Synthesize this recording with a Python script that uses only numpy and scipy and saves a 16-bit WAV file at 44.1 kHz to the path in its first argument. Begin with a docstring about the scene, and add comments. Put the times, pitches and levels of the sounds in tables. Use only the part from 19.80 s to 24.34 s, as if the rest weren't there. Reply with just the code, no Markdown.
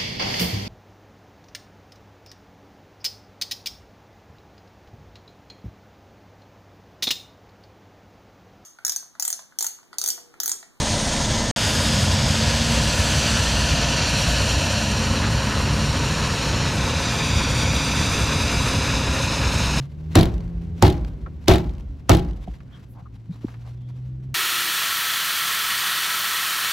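"""At the door sill of an idling vehicle, a muddy boot kicks four times while the engine speed wanders.
Each impact cracks, disperses through the panel as a falling sweep and excites the modes of sill and
cab; the body booms, loose trim rattles and dried mud patters down. Cloth rustles by friction with
every swing, and the boot is set down with small knocks, scuffs and a dull thump.
A close microphone with a limiter compresses the kicks."""
import sys
import numpy as np
from scipy import signal
from scipy.io import wavfile
from scipy.ndimage import uniform_filter1d, minimum_filter1d

SR = 44100
rng = np.random.default_rng(int(sys.argv[2]) if len(sys.argv) > 2 else 0)


def output_pcm(signal):
    """Save a mono or channel-first signal as 16-bit PCM at the path in sys.argv[1].

    Samples are clipped to [-1, 1] before scaling.
    """
    pcm = np.clip(np.atleast_2d(signal).T, -1, 1) * 32767
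    wavfile.write(sys.argv[1], SR, np.round(pcm).astype(np.int16))


N = 200346
T = np.arange(N) / SR

# Coherence of the two channels in broadband noise: f/Hz, correlation
COHERENCE = [(100, 0.9), (300, 0.81), (550, .6), (1000, 0.19), (2000, 0.58), (4500, 0.85), (8000, 1),
             (14000, 1)]
# Its balance: f/Hz, left minus right/dB
BALANCE = [(100, 0.5), (300, -2), (1000, 0.5), (2200, 3), (4000, 3), (8000, -0.5)]
# Course of the engine: t/s, fundamental f/Hz, second-order level/dB
ENGINE_COURSE = [(0, 64.7, -22.5), (0.091, 73.7, -40.5), (0.312, 80.56, -32), (.55, 85.55, -32.5),
                 (.98, 83.9, -34), (1.302, 77.43, -41.5), (2.249, 70.5, -50.5), (3.05, 61.38, -45),
                 (3.379, 55.73, -42), (3.851, 59.62, -36.5), (4.2, 62.9, -31), (4.54, 65.6, -34)]
# Upper engine orders: multiple, level at idle/dB
UPPER_ORDERS = [(3, -65), (4, -66.5), (5, -65.5), (6, -77)]
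# Cloth rubbing as the leg shifts: t/s, level/dB, half-width/s
LEG_SHIFTS = [(0.02, -62, 0.094), (2.72, -65, .15), (2.956, -65, 0.089), (3.13, -74, 0.054),
              (3.358, -70, 0.023), (3.545, -57.5, .03), (3.708, -59, 0.12), (3.858, -58, 0.047),
              (4.2, -68, 0.12)]
# Cloth as the leg draws back, swings in and presses: t from kick/s, level/dB, half-width/s
LEG_SWING = [(-.22, -68, 0.27), (-.02, -53.5, 0.024), (0.208, -67, .11)]
# Kicks: t/s, force/dB, crack/dB, panel ring/dB, shudder/dB,
# struck spot f/Hz, spot/dB, sole slap/dB, rattle/dB, cloth/dB
BOOT_KICKS = [(0.3549, 1.5, -0.5, -1.5, -0.5, 545.4, -8, -23, 0, 5.5),
              (1.0245, -0.5, -4.5, 4, 0, 876, -12.5, -24, -3.5, -1),
              (1.682, -1, 8.5, 5.5, 5, 245, -5, -19, -3, -2),
              (2.294, -1, 0, 4.5, 0.5, 1252, -15.5, -30, -4, -8.5)]
# Modes of sill and cab: f/Hz, level/dB, T60/s
SILL_MODES = [(65, -10.5, 0.56), (74.6, -24.5, 0.17), (96.1, -3, 0.19), (110.8, -21.5, 0.75),
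              (145.3, -16, 0.5), (170.8, -14, 0.56), (218.5, -23, 0.38), (269, -25, 0.17),
              (277, -24.5, 0.19), (292.3, -21.5, 0.43), (322.2, -11.5, 0.21), (335.7, -16, 0.35),
              (366.4, -22, 0.44), (376, -13.5, .27), (417, -15, 0.077), (522, -33.5, 0.15),
              (540, -24, 0.03), (615, -32.5, 0.48), (602, -33, 0.21), (683, -23.5, 0.28), (780, -26, 0.32),
              (825, -24.5, 0.37), (1134, -30.5, 0.058), (1334, -27.5, 0.28)]
# Push, rebound and rocking of the body: t after kick/s, f/Hz, level/dB, half-width/s
BODY_BOOMS = [(.0175, 100, -8.5, 0.014), (.059, 90, -11.5, 0.0057), (0.216, 54.3, -19, .036),
              (.315, 49, -25.5, .025), (0.417, 54, -25, .026)]
# Bounces of loose trim: t after kick/s, level/dB
TRIM_BOUNCES = [(.013, -12.5), (0.036, -13.5), (0.041, -12.5), (.055, -10), (.076, -12.5), (.101, -20),
                (.133, -37), (.188, -43.5), (0.305, -62)]
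# Light knocks of the boot: t/s, level/dB, f/Hz, bandwidth/Hz
BOOT_KNOCKS = [(1.461, -33, 1300, 500), (1.469, -37.5, 481.6, 300), (2.675, -35, 695, 173),
               (2.678, -26.5, 190, 79.7), (2.742, -50, 1320, 1992), (2.804, -47, 1210, 1191),
               (3.492, -25.5, 171.5, 47.8), (3.556, -50.5, 1050, 400), (3.634, -45, 597, 495),
               (3.682, -39.5, 934, 802), (3.741, -44, 840, 1200), (4.102, -57, 700, 893)]
# Squeaks and swishes of the dragging sole: t/s, level/dB, f/Hz, bandwidth/Hz, half-width/s
SOLE_SCUFFS = [(2.948, -54.5, 3254, 351, .02), (2.952, -57.5, 1308, 900, 0.058),
               (3.118, -65, 12000, 6000, 0.028), (3.19, -49, 800, 450, .03),
               (3.265, -44.5, 1175, 172, .0075), (3.534, -63.5, 3940, 598, .023),
               (3.866, -55.5, 691, 693, 0.03), (4.061, -70.5, 3370, 502.4, 0.09)]
# Thump of the settling boot: t/s, level/dB
HEEL_THUMP = (3.6438, -12)
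# Reflections from door and footwell: delay/s, level/dB
REFLECTIONS = [(.0019, -23.5), (.0043, -14)]
# Resonances of the left microphone port: f/Hz, bandwidth/Hz
PORT_MODES = [(8950, 1900), (13450, 310)]

# Noise spectra: f/Hz, relative density level/dB
RUMBLE_SPECTRUM = [(25, -15.5), (55, 5), (110, 3.5), (200, -4), (330, -15.5), (500, -23.5), (1000, -33),
                   (2000, -38), (4000, -46), (7000, -53), (11000, -61), (16000, -63.5)]  # engine and outdoor air
CLOTH_SPECTRUM = [(400, 7), (900, 7.5), (1500, 1), (2300, 1), (3800, -2.5), (7000, -10), (11000, -16),
                  (16000, -25)]  # cloth and leather
SNAP_SPECTRUM = [(1000, -6.5), (3000, -3.5), (5500, -5.5), (8000, 3.5), (11500, -5.5), (16000, -12.5)]  # hard contact
CRACK_SPECTRUM = [(300, -11.5), (700, -4), (1400, -14.5), (2000, -2.5), (4000, 6), (7500, -7.5),
                  (11000, -13), (16000, -85)]  # the struck sill
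SHUDDER_SPECTRUM = [(25, -1.5), (50, -2.5), (200, -7.5), (360, 8.5), (450, -29.5), (560, 0.5), (780, -2),
                    (1050, -12.5), (1800, -13.5), (3800, -17.5), (7000, -30), (11000, -36.5),
                    (16000, -38.5)]  # the shaken body
CAB_SPECTRUM = [(25, 8.5), (55, 4), (150, 5), (350, -7), (500, -11.5), (800, -16.5), (1500, -27.5),
                (4000, -46.5), (7500, -55.5), (16000, -66.5)]  # reverberation of the cab
TRIM_SPECTRUM = [(200, 27), (700, 12), (1500, -22), (3700, 8.5), (5500, -21), (8000, -1.5), (12000, -22),
                 (16000, -35.5)]  # clacking trim
MUD_SPECTRUM = [(500, 7), (1500, 4.5), (4000, 1), (7000, -7), (11000, -20), (16000, -23)]  # falling crumbs


def from_db(db):
    """Amplitude ratio of a level in decibels."""
    return 10 ** (np.asarray(db) / 20)


def rms_one(x):
    """Normalisation to unit mean power."""
    return x / np.sqrt(np.mean(x ** 2) + 1e-20)


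def at_hz(points, hz):
    """Interpolation on a logarithmic frequency axis."""
    frequencies, values = np.transpose(points)
    return np.interp(np.log(hz), np.log(frequencies), values)


def age(s):
    """Time elapsed since s, zero before."""
    return np.maximum(T - s, 0)


def decay(s, t60):
    """Damping: a step to one at s, then a fall of 60 dB every t60 seconds."""
    return (T >= s) * np.exp(-np.minimum(np.log(1000) * age(s) / t60, 40))


def swell(s, half_width):
    """A Gaussian envelope, down to 1/e at half_width seconds from s."""
    return np.exp(-np.minimum(((T - s) / half_width) ** 2, 40))


def drift(rate_hz):
    """Random modulation of unit rms, interpolated between independent values."""
    knots = rng.standard_normal(4096)
    return rms_one(np.interp(T * rate_hz, np.arange(len(knots)), knots))


def grains(per_s, spread_db, decay_s):
    """Shot noise: an envelope of randomly timed ticks, most small and a few large."""
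    arrivals = rng.random(N) < per_s / SR
    sizes = from_db(spread_db * np.minimum(rng.exponential(1, N), 3))
    return signal.lfilter([1], [1, -np.exp(-1 / (decay_s * SR))], arrivals * sizes + 1e-18)


def resonance(x, hz, width):
    """A two-pole resonator of unit peak gain and a bandwidth of width Hz."""
    radius = np.exp(-np.pi * width / SR)
    feedback = [1, -2 * radius * np.cos(2 * np.pi * hz / SR), radius ** 2]
    return signal.lfilter(np.array([1, 0, -1]) * (1 - radius ** 2) / 2, feedback, x)


def coloured_noise(spectrum):
    """Partially coherent stereo noise of unit rms, summed from half-octave bands."""
    out, edges = 0, 24 * 2 ** np.arange(0, 9.6, .5)
    white, sides = rng.standard_normal((2, 2, N)), np.array([[1], [-1]])
    for k, (low, high) in enumerate(zip(edges, edges[1:])):
        band = signal.butter(2, [low, high], "band", fs=SR, output="sos")
        mid, side = signal.sosfilt(band, white[k % 2])
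        hz = np.sqrt(low * high)
        alike = np.clip(at_hz(COHERENCE, hz), -1, 1)
        gain = from_db(at_hz(spectrum, hz) + sides * at_hz(BALANCE, hz) / 2)
        out = out + gain * (np.sqrt(1 + alike) * mid + np.sqrt(1 - alike) * side * sides)
    return rms_one(out)


def narrow_noise(hz, width, spread=0.48, wide_hz=700):
    """Resonant stereo noise of unit rms, more coherent in the bass."""
    mid, side = resonance(resonance(rng.standard_normal((2, N)), hz, width), hz, width)
    return rms_one(mid + spread * min(hz / wide_hz, 1) * side * np.array([[1], [-1]]))


def engine(idle_hz=60, waver_db=3.5, rough_db=4.0):
    """Periodic excitation: a second-order hum; the other orders and the rumble grow with speed."""
    times, *columns = np.transpose(ENGINE_COURSE)
    hz, hum_db = [np.interp(T, times, column) for column in columns]
    phase = 2 * np.pi * np.cumsum(hz) / SR
    above_idle = hz - idle_hz
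    first_order_db = -51 + 0.672 * above_idle + waver_db * drift(rate_hz=20)
    hum = from_db(first_order_db) * np.sin(phase) + from_db(hum_db) * np.sin(2 * phase)
    for order, db in UPPER_ORDERS:
        order_db = db + 0.35 * above_idle + rough_db * drift(rate_hz=9.9)
        hum += from_db(order_db) * np.sin(order * phase)
    rumble = from_db(-43.5 + 0.36 * above_idle) * coloured_noise(RUMBLE_SPECTRUM)
    return np.sqrt(2) * hum + rumble


def cloth_rustle(rest_db=-70, grain_db=2.0, patchy_db=4.0):
    """Stick-slip friction: cloth and leather catch in patches, and the mud on them crackles."""
    motion = from_db(rest_db) + sum(from_db(db) * swell(s, half) for s, db, half in LEG_SHIFTS)
    for s, *_, cloth_db in BOOT_KICKS:
        motion += sum(from_db(cloth_db + db) * swell(s + after, half) for after, db, half in LEG_SWING)
    slipping = from_db(grain_db * drift(rate_hz=200) + patchy_db * drift(rate_hz=50))
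    crackle = from_db(-3) * grains(per_s=40, spread_db=3.5, decay_s=0.001)
    return motion * (slipping + crackle) * coloured_noise(CLOTH_SPECTRUM)


def bending_wave(s, drop_hz, end_hz, fall_s, t60):
    """Dispersion: short bending waves travel fastest, so a blow arrives as a falling sweep."""
    t = age(s)
    cycles = end_hz * t + drop_hz * fall_s * np.log1p(t / fall_s)
    return np.sin(2 * np.pi * cycles) * decay(s, t60)


def sill_ring(s, ring_db, vary_db=2.0, panel_hz=200, scatter_hz=1100):
    """Modal superposition: each damped mode builds up over a cycle or two, so the lows come last."""
    t, out = T[:SR], np.zeros((2, N))
    start = round(s * SR)
    chances = rng.standard_normal((len(SILL_MODES), 3))
    for (hz, db, t60), (strength, timing, skew) in zip(SILL_MODES, chances):
        if hz > panel_hz:  # panel modes vary from kick to kick, the deep cab modes do not
            db += ring_db + vary_db * strength
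        envelope = from_db(db - 60 * t / t60) * (1 - np.exp(-(t * hz) ** 2))
        # the phase of short waves depends on where the boot lands
        scatter = (hz / scatter_hz) ** 2 * (timing + skew * np.array([[.2], [-.2]]))
        out[:, start:start + SR] -= envelope * np.sin(2 * np.pi * (hz * t + scatter))
    return out


def body_booms(s):
    """Recoil: the body yields, rebounds and rocks, radiating low-frequency pulses."""
    return sum(from_db(db) * swell(s + after, half) * np.cos(2 * np.pi * hz * (T - s - after))
               for after, hz, db, half in BODY_BOOMS)


def kicks():
    """Impulsive excitation: brief contact gives broadband noise and sets panel and cab vibrating."""
    vibration = slap = snap = crack = shudder = tail = 0
    for s, force_db, crack_db, ring_db, shudder_db, spot_hz, spot_db, slap_db, *_ in BOOT_KICKS:
        force = from_db(force_db)
        wave = bending_wave(s, drop_hz=2450, end_hz=80, fall_s=.0007, t60=.2)
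        sweep = from_db(-2) * wave * swell(s + .005, half_width=.006)
        spot_envelope = from_db(spot_db) * decay(s, t60=.1) * (1 - decay(s, t60=0.0091))
        spot = spot_envelope * narrow_noise(spot_hz, width=140)
        vibration += force * (sweep + spot + sill_ring(s, ring_db) + body_booms(s))
        # envelopes of the noise layers
        slap += from_db(slap_db) * swell(s + 0.0023, half_width=0.0063)
        snap += force * decay(s + 0.000087, t60=0.0063)
        crack += force * from_db(crack_db) * decay(s, t60=0.021) * (1 - decay(s, t60=0.0013))
        shudder += force * from_db(shudder_db) * decay(s, t60=0.25) * (1 - decay(s, t60=0.02))
        tail += force * decay(s, t60=0.76)
    chatter = from_db(2.8 * drift(rate_hz=250))  # parts strike against each other
    return (vibration
            + slap * narrow_noise(hz=900, width=2400)
            + from_db(-6) * snap * coloured_noise(SNAP_SPECTRUM)
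            + from_db(-8) * crack * coloured_noise(CRACK_SPECTRUM)
            + from_db(-10) * shudder * chatter * coloured_noise(SHUDDER_SPECTRUM)
            + from_db(-17.5) * tail * coloured_noise(CAB_SPECTRUM))


def trim_rattle(vary_db=1.5, tick_db=-15):
    """Repeated collision: loose trim bounces after each kick, with a clack and a bright tick."""
    clacks = ticks = 0
    for s, *_, rattle_db, _ in BOOT_KICKS:
        for after, db in TRIM_BOUNCES:
            strength = from_db(rattle_db + db + vary_db * rng.standard_normal())
            clacks += strength * decay(s + after, t60=0.028)
            ticks += strength * decay(s + after, t60=0.0067)
    return (clacks * coloured_noise(TRIM_SPECTRUM)
            + from_db(tick_db) * ticks * coloured_noise(SNAP_SPECTRUM))


def mud_patter(peak_per_s=48):
    """A Poisson process: crumbs shaken loose by each kick land independently in a brief shower."""
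    rate = peak_per_s * sum(swell(s + .19, half_width=.11) for s, *_ in BOOT_KICKS)
    return from_db(-48) * grains(rate, spread_db=3.0, decay_s=.0022) * coloured_noise(MUD_SPECTRUM)


def boot_shuffle(t60_at_1khz=0.058):
    """Impact and friction: the boot knocks, its sole drags, and it settles with a falling thump."""
    out = 0
    for s, db, hz, width in BOOT_KNOCKS:
        t60 = t60_at_1khz * (hz / 1000) ** -0.398  # lower knocks last longer
        out += from_db(db) * decay(s, t60) * (1 - decay(s, t60=2 / width)) * narrow_noise(hz, width)
    for s, db, hz, width, half in SOLE_SCUFFS:
        out += from_db(db) * swell(s, half) * narrow_noise(hz, width)
    s, db = HEEL_THUMP
    thump = bending_wave(s, drop_hz=495, end_hz=29.4, fall_s=0.0045, t60=0.13)
    return out + from_db(db) * thump * swell(s + 0.0057, half_width=0.0034)


def near_echoes(x):
    """Comb filtering: early reflections interfere with the direct sound and make it hollow."""
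    echoes = sum(from_db(db) * np.roll(x, round(delay * SR), axis=-1) * (T >= delay)
                 for delay, db in REFLECTIONS)
    power_gain = 1 + sum(from_db(db) ** 2 for _, db in REFLECTIONS)
    return (x + echoes) / np.sqrt(power_gain)


def microphone_port(x):
    """All-pass filtering: the left port's resonances turn the phase of the treble."""
    left, right = x
    for hz, width in PORT_MODES:
        left = left - 2 * resonance(left, hz, width)
    return np.array([left, right])


def scene():
    """Superposition at close range; cloth, trim and mud also reflect from door and footwell."""
    return engine() + kicks() + near_echoes(cloth_rustle() + trim_rattle() + mud_patter()) + boot_shuffle()


def record(dry, ceiling_db=-0.5, release_db_per_s=900, attack_s=.0005, cutoff_hz=15900):
    """Look-ahead limiting: gain falls before a peak and recovers in milliseconds; a low-pass follows."""
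    heard = microphone_port(dry)
    excess_db = np.maximum(20 * np.log10(np.abs(heard).max(axis=0) + 1e-9) - ceiling_db, 0)
    release_db = release_db_per_s * T
    reduction_db = np.maximum.accumulate(excess_db + release_db) - release_db
    span = round(attack_s * SR)
    gain_db = uniform_filter1d(minimum_filter1d(-reduction_db, 2 * span + 1), span)
    low_pass = signal.ellip(10, .2, 80, cutoff_hz, fs=SR, output="sos")
    return signal.sosfilt(low_pass, heard * from_db(gain_db))


dry = scene()
out = record(dry)
output_pcm(out)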